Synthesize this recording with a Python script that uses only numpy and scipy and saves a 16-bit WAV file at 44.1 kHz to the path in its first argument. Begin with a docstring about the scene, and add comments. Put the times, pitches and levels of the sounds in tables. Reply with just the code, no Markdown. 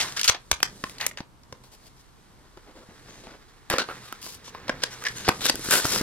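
"""A small furnished room, two close microphone ports: scissors cut stiff plastic and card over a wooden table.
The offcut drops and is slid away, then the pack is bent and pulled open.
Creases snap as click clusters, edges scrape in rushes of tiny slips; both ring the sheet near 1.5 kHz.
Hands rustle and rumble as filtered slips, blows are damped low sines, and a faint hiss is banded noise.
Feedback delays add the room."""
import sys
import numpy as np
from scipy import signal
from scipy.fft import rfft, irfft, next_fast_len
from scipy.io import wavfile

SR = 44100
rng = np.random.default_rng(int(sys.argv[2]) if len(sys.argv) > 2 else 0)


def generate_wav(sig):
    """Save sig (samples, or channels by samples) to the path in sys.argv[1] as 16-bit PCM at SR."""
    pcm = np.round(np.clip(np.atleast_2d(sig).T, -1, 1) * 32767).astype(np.int16)
    wavfile.write(sys.argv[1], SR, pcm)


N = 265482
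LAID_DOWN_S = 1.19   # until here the pack is in the air, afterwards on the table


def from_db(db):
    """Decibels to an amplitude factor."""
    return 10 ** (np.asarray(db) / 20)


def rms_one(x):
    """Scale to an rms of 1."""
    return x / np.sqrt(np.mean(x ** 2) + 1e-20)


def band(x, low_hz, high_hz):
    """Keep the part between two frequencies."""
    return signal.sosfilt(signal.butter(2, [low_hz, high_hz], "band", fs=SR, output="sos"), x)


def add(out, start_s, sound):
    """Mix a sound in at its start time, cut off at the end of the scene."""
    at = round(start_s * SR)
    out[..., at:at + sound.shape[-1]] += sound[..., :N - at]


def drift(rate_hz):
    """Slow random wander with an rms of 1, computed at every 40th sample and interpolated."""
    r = np.exp(-80 * np.pi * rate_hz / SR)
    noise = rng.standard_normal(N // 40 + 2002)
    slow = signal.lfilter([1], [1, -2 * r, r * r], noise)[2000:]   # skip the filter's start-up
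    return np.interp(np.arange(N) / 40, np.arange(len(slow)), rms_one(slow))


def slips(per_s, spread_db, size=N):
    """Tiny stick-slip clicks of very uneven size over a trace of noise; rms 1."""
    sizes = from_db(spread_db * np.minimum(rng.exponential(1, size), 4))
    sizes = sizes * rng.choice([-1, 1], size)
    happens = rng.random(size) < per_s / SR
    return rms_one(sizes * happens + 0.021 * rng.standard_normal(size))


def shaped(clicks, envelope):
    """Clicks under an envelope, carrying just the energy that the envelope gives."""
    force = clicks * envelope
    return force * np.sqrt(np.sum(envelope ** 2) / np.sum(force ** 2, axis=-1, keepdims=True))


def resonance(x, hz, width_hz):
    """Two-pole ring; white noise keeps its rms."""
    r = np.exp(-np.pi * width_hz / SR)
    ring = signal.lfilter([1, 0, -1], [1, -2 * r * np.cos(2 * np.pi * hz / SR), r * r], x)
    return ring * np.sqrt((1 - r * r) / 2)


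# How the sheet is bent sets its ring: start_s [s], ring_hz [Hz], ring_db [dB over the sheet level]
BEND = [(0.0, 1920, 2), (0.08, 1410, 4), (0.28, 1380, 6), (0.308, 784, -5), (1.0, 1800, 1),
        (1.2, 1660, -3.5), (1.75, 800, 1), (2.7, 1580, -21), (3.3, 1460, -10), (3.7, 1700, 3.5),
        (3.8, 1440, 7.5), (4.22, 1040, 14), (4.82, 1410, 8.5), (5.05, 1780, 22.5), (5.27, 1450, 7.5),
        (5.48, 1420, 4), (5.7, 1505, 7.5), (5.85, 1300, 8), (6.02, 1700, -3)]


def bend(s):
    """Ring pitch and ring level at a moment, gliding between the bends."""
    times, hz, db = np.transpose(BEND)
    return np.interp(s, times, hz), np.interp(s, times, db)


# The sheet's thud, sheet, crack and treble regions: low_hz [Hz], high_hz [Hz]
REGIONS_HZ = [(200, 600), (600, 2500), (2500, 6000), (6000, 13500)]
# Share of each region that only the right port hears, as a wide sheet clicks in many places: share [0-1]
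RIGHT_ONLY_SHARE = [.05, .2, .6, .8]
# The housing shades the right port, most of all in the treble: level_db [dB], one per region
RIGHT_SHADE_DB = [-3, -2.5, -4.5, -5]
# Wooden table modes: pitch_hz [Hz], width_hz [Hz], level_db [dB, before each player's own trim]
TABLE_MODES = [(122, 6.5, 6), (181.3, 48, -8), (357, 165, -9), (502, 17, -14), (782, 530, -8)]
LOW_BED_DB = -8.5   # the plain thud region under its table modes
# the moulded bubble rings a little differently each time; scatter is the spread of log pitch
BLISTER_HZ, BLISTER_SCATTER, BLISTER_WIDTH_HZ, BLISTER_DB = 4927, 0.18, 510, -2


def sheet(force, levels_db, ring_hz, ring_db, width_hz):
    """Two slip streams drive four broad regions: table modes, bent-panel ring and blister colour the first three."""
    regions = []
    for low_hz, high_hz in REGIONS_HZ:
        keep_rms = np.sqrt(SR / 2 / (high_hz - low_hz))
        regions.append(band(force, low_hz, high_hz) * keep_rms)
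    modes = sum(from_db(db - 2.5 + rng.normal(0, 3.5)) * resonance(force, hz, width)
                for hz, width, db in TABLE_MODES[2:])
    regions[0] = from_db(LOW_BED_DB) * regions[0] + modes
    regions[1] = regions[1] + from_db(ring_db) * resonance(force, ring_hz, width_hz)
    blister_hz = BLISTER_HZ * np.exp(BLISTER_SCATTER * rng.standard_normal())
    regions[2] = regions[2] + from_db(BLISTER_DB) * resonance(force, blister_hz, BLISTER_WIDTH_HZ)
    out = 0
    for k, (shared, right_only) in enumerate(regions):
        share = np.clip(RIGHT_ONLY_SHARE[k], 0, 1)
        right = np.sqrt(1 - share) * shared + np.sqrt(share) * right_only
        right = from_db(RIGHT_SHADE_DB[k]) * right
        # alternate signs let neighbouring regions join without a notch
        out = out + (-1) ** k * from_db(levels_db[k]) * np.array([shared, right])
    return out


# Scuffs, scrapes and tears: start_s [s], length_ms [ms, plus a tenth], rasp_db [dB, 2.5-6 kHz],
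# sheet_db [dB over rasp], treble_db [dB over rasp], growth_db [dB over the length]
SCRAPES = [(0, 35, -28.5, -9.5, -7, -2), (0.074, 49, -47.5, -6, -22, -16),
           (0.163, 45, -34.5, -11.5, -7, -1), (0.245, 39, -34, -12.5, -3, -22),
           (0.277, 18.2, -20, -14, -13, 13), (0.299, 74, -54, 9.5, -12, -7), (0.997, 76, -43, 5, -3, -6.5),
           (1.174, 30, -48, 2.5, -11, -4), (1.635, 54, -63, -5.5, 1, -12), (1.715, 42, -60, -4, 4.5, 6),
           (1.798, 85, -65.5, -6.5, 2.5, 21), (1.962, 57, -64, -25, -1, 7),
           (2.661, 63, -72.5, 15.5, -12, -1), (2.75, 97, -63.5, 6.5, -16, -7),
           (2.889, 100, -76.5, 14, -16, -20), (3.05, 46, -63, 7.5, -17, 2), (3.081, 150, -56, -7, -25, -9),
           (3.236, 33, -57.5, 2, -6, -2), (3.274, 96, -65, 11, -6, -14), (3.701, 81, -40, 3.5, -1.5, -12.5),
           (3.788, 61, -38, -5.5, -13, -26), (3.892, 44, -62.5, 14.5, 4, -8), (4.031, 61, -55, -9, 0, 8),
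           (4.21, 160, -47.5, -25, 3, -8), (4.439, 63, -47.5, -25, -6.5, 2),
           (4.818, 20, -37, -14.5, -30, 13), (4.903, 48, -47, -18, -5, 2),
           (5.048, 28.7, -32.5, -16, -18, 9), (5.158, 94, -42.5, -23, -5, -9),
           (5.244, 49, -38.5, -13.5, -18, -8), (5.404, 230, -54.5, -10.5, -2, -47.5),
           (5.442, 32.5, -27, -13.5, 0, 1), (5.474, 28.5, -26.5, -17, -8, 10), (5.64, 53, -51, -2, 13, -8),
           (5.703, 105.7, -26, -9, 3.5, -9.5), (5.841, 81, -33, -34, 1.5, -3.5),
           (5.91, 101, -31.5, -14.5, 1, -6)]
# Thud of a scrape: level_db [dB over the sheet level], in the air then on the table
SCRAPE_THUD_DB = [-26.5, 6]


def scrapes():
    """An edge drags or tears: dense slips in clumps under a stroke that grows or sags."""
    out, t = np.zeros((2, N)), np.arange(SR // 4) / SR
    clumps = from_db(1.8 * drift(90))
    for start_s, length_ms, rasp_db, sheet_db, treble_db, growth_db in SCRAPES:
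        along = 1000 * t / length_ms
        fade = np.clip(np.minimum(along / 0.088, (1.1 - along) / 0.24), 0, 1)
        stroke = fade * from_db(growth_db * np.minimum(along - .5, 1))
        clumps_here = np.roll(clumps, -round(start_s * SR))[:len(t)]
        grains = slips(6000, 4.1, size=(2, len(t))) * clumps_here
        force = shaped(grains, stroke)
        thud_db = sheet_db + SCRAPE_THUD_DB[start_s > LAID_DOWN_S]
        levels_db = rasp_db + np.array([thud_db, sheet_db, 0, treble_db])
        add(out, start_s, sheet(force, levels_db, *bend(start_s), width_hz=200))
    return out


# Hands moving on pack and table, gliding between points: start_s [s], rustle_db [dB],
# fine_db [dB over rustle]
HANDLING = [(0.0, -35, 4), (0.18, -55.5, 6.5), (0.35, -71, 6.5), (0.91, -63.5, 15), (1.05, -53.5, -12),
            (1.22, -84, -5), (1.46, -75, 3), (1.74, -71.5, 10), (2.13, -72.5, 5), (2.5, -68, 2),
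            (2.8, -65, 1), (3.2, -60.5, 4.5), (3.4, -64, -0.5), (3.74, -68, 1), (3.89, -54.5, 3.5),
            (4.38, -60.5, 1.5), (4.69, -52, -10), (5.0, -53, 4), (5.6, -53.5, 11.5), (5.75, -40.5, 15.5),
            (6.02, -41, -5)]
# Resonances of the card: pitch_hz [Hz], width_hz [Hz], level_db [dB, before wander and the joint card level]
CARD_MODES = [(456, 67, 3), (1466, 1300, 1.5), (1770, 250, -9), (3380, 1500, 1)]
CARD_DB = 1   # the card's ring over the plain rustle
# the rumble takes this share of the rustle's swing around its mean
RUMBLE_DB, RUMBLE_FOLLOWS, RUSTLE_MEAN_DB = -55, 0.52, -59.5


def handling():
    """Low lumpy rumble of hands and table, and a bed of small crinkles coloured by the card."""
    times, *columns = np.transpose(HANDLING)
    rustle_db, fine_db = [np.interp(np.arange(N) / SR, times, column) for column in columns]
    rumble_gain = from_db(RUMBLE_DB + RUMBLE_FOLLOWS * (rustle_db - RUSTLE_MEAN_DB))
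    rustle_gain, fine_gain = from_db(rustle_db), from_db(rustle_db + fine_db)

    knocks = slips(1200, 3.2) * from_db(3.7 * drift(1.7))
    modes = sum(from_db(db) * resonance(knocks, hz, width) for hz, width, db in TABLE_MODES[:3])
    rumble = rms_one(band(knocks, 17, 346)) + 0.41 * rms_one(modes)

    shared, right_only = slips(3500, 0.3, size=(2, N)) * from_db(1.05 * drift(22))
    card = sum(from_db(db + 3 * drift(8)) * resonance(shared, hz, width)
               for hz, width, db in CARD_MODES)
    rustle = rms_one(band(shared, 570, 2180)) + from_db(CARD_DB) * rms_one(card)
    fine_rustle = band(np.array([shared, .5 * shared + 0.58 * right_only]), 3500, 9700)
    return rumble_gain * rumble + rustle_gain * rustle - fine_gain * rms_one(fine_rustle)


# Colour of the hiss: pitch_hz [Hz], density_db [dB per Hz, relative]
HISS = [(15, -30), (25, 14), (85, 5), (397, -6.5), (535, -12.5), (1020, -3), (2190, -18.5), (3290, -16.5),
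        (12400, -27), (15000, -50), (16300, -61)]
# Left-right likeness of the hiss: pitch_hz [Hz], likeness [0-1]
HISS_ALIKE = [(60, 0.19), (380, 0.049), (2380, 0.12), (15000, 0.63)]
HISS_DB = -56   # rms of the whole hiss


def hiss():
    """Steady room tone and preamp noise: half-octave noise bands, each with its own stereo likeness."""
    out, edges_hz = 0, 25 * 2 ** np.arange(0, 9.6, .5)
    white = rng.standard_normal((2, 2, N))   # neighbouring bands use separate noise
    for k, (low_hz, high_hz) in enumerate(zip(edges_hz, edges_hz[1:])):
        mid, side = band(white[k % 2], low_hz, high_hz)
        log_centre = np.log(low_hz * high_hz) / 2
        db, alike = [np.interp(log_centre, np.log(hz), values)
                     for hz, values in (np.transpose(HISS), np.transpose(HISS_ALIKE))]
        alike = np.clip(alike, 0, 1)
        stereo = np.sqrt(1 + alike) * mid + np.sqrt(1 - alike) * side * [[1], [-1]]
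        out = out + from_db(db) * stereo
    return from_db(HISS_DB) * rms_one(out)


# Creases, blades and taps: start_s [s, 1 ms before the big click], crack_db [dB, 2.5-6 kHz, before trim],
# sheet_db [dB over crack], treble_db [dB over crack], ring_hz [Hz]
SNAPS = [(0.011, -18.5, -88.5, -33, 2060), (0.0254, -38.5, -4, 0, 1230), (0.084, -39, 3, -16, 1480),
         (0.1224, -32.5, -23, -12, 1030), (0.171, -22.5, -9, -18, 1620), (0.1942, -19, -18.5, -12, 1690),
         (0.2131, -18, -13, -8, 1570), (0.232, -16.5, -20, -17, 2340), (0.2431, -14.5, -22, -12, 2580),
         (0.248, -27, -23.5, -11.5, 1400), (0.253, -29, -24.5, -18, 1680), (0.2779, -10.5, -31, -12, 1400),
         (0.2812, -10.5, -19, -10, 1400), (0.2958, -7.5, -4, -13, 1200), (0.321, -35, -5, -10, 2500),
         (0.3455, -32.5, 4.5, -45, 820), (0.5138, -7, -7, -9, 1110), (0.5278, -37, 14, -27, 2300),
         (0.603, -47, 20.5, 6, 2430), (0.629, -9, -2.5, -7, 1640), (0.839, -28.5, 10.5, -9, 1064),
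         (0.896, -37.5, 0, -2, 1960), (0.983, -34.5, -17, -13, 1730), (1.0106, -24, -25, -29, 1820),
         (1.0649, -17.5, -3.5, 5, 2020), (1.112, -49.5, 16, -17, 1880), (1.173, -33, 2, -23, 1620),
         (1.2038, -38, 4.5, -26, 950), (1.434, -49.5, -25, -15, 842), (1.5251, -37, 4, -11, 1100),
         (2.5725, -51.5, 14.5, -24, 1350), (3.269, -51, 18, -8, 990), (3.7003, -17.5, -2.5, -3.5, 1660),
         (3.7375, -29.5, 10, -16, 1140), (3.7832, -17, -2.5, -11.5, 1340), (3.8874, -44, 13, -20, 1290),
         (4.1249, -41, 10.5, 10.5, 1290), (4.2639, -42.5, 2, -21, 980), (4.4786, -41, -7, -28.5, 1050),
         (4.5482, -48, 13.5, -9, 1080), (4.681, -32, -4.5, -29, 950), (4.6941, -23.5, 2, -18, 1560),
         (4.8361, -12.5, -12.5, -13, 1614), (5.022, -44, -2.5, -6, 1180), (5.0385, -32.5, -11.5, -4, 1560),
         (5.0845, -24.5, -33, -16, 1820), (5.279, -28.5, 13, -6, 740), (5.2861, -16, -2, -6.5, 1500),
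         (5.29, -16.5, 7, -4, 1520), (5.455, -20.5, -1.5, -2, 1550), (5.4969, -10.5, -8, -9.5, 1890),
         (5.5554, -31, -6, 6, 1500), (5.5937, -53, 6, 18, 1530), (5.6869, -39.5, 10.5, 2, 1630),
         (5.7084, -20, -10, 4, 1360), (5.782, -24, -12, -3, 1710), (5.8451, -25.5, 1.5, -4.5, 780),
         (5.852, -30, 7.5, -8, 1390), (5.9349, -22, -22, -4, 1780), (5.9596, -21, -2, -4, 1400),
         (6.0134, -29.5, 4.5, 1, 1120)]
# How a click cluster spreads over thud, sheet, crack and treble: trim_db [dB]
SNAP_TRIM_DB = [13.23, 4.35, 7.02, 11.9]
# Thud of a snap: level_db [dB over the sheet level], in the air then on the table
SNAP_THUD_DB = [-18.5, 0.5]
SNAP_RING_DB = 1.5   # a snap rings the sheet this much more than a scrape
LEAD_S = .002   # from the first small clicks to the big one
# decay time at 0 dB treble; bright snaps die sooner: dB of time per dB of treble
SNAP_DYING_MS, BRIGHT_SHORTENS = 2.46, 0.18


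def snaps():
    """A crease lets go in a cluster of clicks around one big click, thinning out within milliseconds."""
    out, t = np.zeros((2, N)), np.arange(SR // 10) / SR
    for start_s, crack_db, sheet_db, treble_db, ring_hz in SNAPS:
        decay = np.exp(-1000 * t / SNAP_DYING_MS * from_db(BRIGHT_SHORTENS * treble_db))
        swell = 1 - np.exp(-t / 0.002)
        force = shaped(slips(12000, 3.3, size=(2, len(t))), decay * swell)
        force[:, round(LEAD_S * SR)] += 3.5   # the big click
        thud_db = sheet_db + SNAP_THUD_DB[start_s > LAID_DOWN_S]
        levels_db = crack_db - 6 + np.add([thud_db, sheet_db, 0, treble_db], SNAP_TRIM_DB)
        ring_db = SNAP_RING_DB + bend(start_s)[1]
        add(out, start_s - LEAD_S / 2, sheet(force, levels_db, ring_hz, ring_db, width_hz=130))
    return out


# Blows that shake the table and the microphone on it: start_s [s], level_db [dB, before an 8 dB lift],
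# boom_hz [Hz]
THUMPS = [(0.294, -31.5, 89), (0.523, -31.5, 62.4), (0.839, -28, 264), (1.205, -31.5, 194),
          (1.525, -42, 121), (2.57, -46, 330), (2.889, -40.5, 181), (3.06, -46, 196), (3.705, -28, 190),
          (3.739, -25, 194), (5.277, -32, 229), (5.287, -20.5, 121), (5.545, -28.5, 340), (5.594, -31, 305),
          (5.663, -39, 325), (5.687, -30, 330), (5.851, -26, 140), (5.968, -30, 223), (6.011, -20, 284)]


def thumps():
    """A soft push: a couple of low cycles, quickly damped."""
    out, t = np.zeros(N), np.arange(SR // 8) / SR
    for start_s, level_db, boom_hz in THUMPS:
        boom = np.sin(2 * np.pi * boom_hz * t) * np.exp(-t * boom_hz * 1.94)
        add(out, start_s, from_db(level_db + 8.0) * boom)
    return out


ROOM_T60_S, ROOM_DB = 0.22, -18.5   # decay time before wall dulling, send level
WALL_CUT_HZ = 6000   # lowpass on every round


def room(x):
    """Eighteen feedback delays a side, each duller on every round, solved in the frequency domain."""
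    size = next_fast_len(N + SR // 2)
    w = 2 * np.pi * np.arange(size // 2 + 1) / size   # radians per sample
    dull = 1 / (1 + 1j * w * SR / (2 * np.pi * WALL_CUT_HZ))
    spectrum, out = rfft(x, size), []
    for lags in (rng.uniform(.009, .035, (2, 18)) * SR).astype(int):
        loops = [from_db(-60 * lag / SR / ROOM_T60_S) * dull * np.exp(-1j * w * lag) for lag in lags]
        # g / (1 - g) sums all the rounds of one loop
        echoes = sum((-1) ** k * g / (1 - g) for k, g in enumerate(loops))
        out.append(irfft(spectrum * echoes, size)[:N])
    return np.array(out)


# Where the hands work: start_s [s], pan_db [dB, left minus right]
PLACE = [(0.0, -2.5), (0.92, -2), (3.28, -2), (3.34, -3.5), (6.02, -1.5)]
RIGHT_LAG_S = 7e-5   # the pack sits left of the ports: its sound reaches the right one later


def scene():
    """Pan and delay the pack's sounds, then add the room, the thumps and the hiss."""
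    t = np.arange(N)
    pan_db = np.interp(t / SR, *np.transpose(PLACE))
    pack = (snaps() + scrapes() + handling()) * from_db([pan_db / 2, -pan_db / 2])
    direct = np.array([pack[0], np.interp(t - RIGHT_LAG_S * SR, t, pack[1])])
    left, right = room(pack.mean(0))
    apart = band(left - right, 906, 16000) / 2   # close ports hear the same low reverberation
    echoes = (left + right) / 2 + apart * [[1], [-1]]
    return direct + from_db(ROOM_DB) * echoes + thumps() + hiss()


CUTOFF_HZ = 16400   # 40 dB down from here up


def record(dry):
    """Peaks beyond full scale clip, then a steep lowpass cuts the top."""
    clipped = np.clip(dry, -1, 1)
    return signal.sosfilt(signal.cheby2(20, 40, CUTOFF_HZ, fs=SR, output="sos"), clipped)


dry = scene()
out = record(dry)
generate_wav(out)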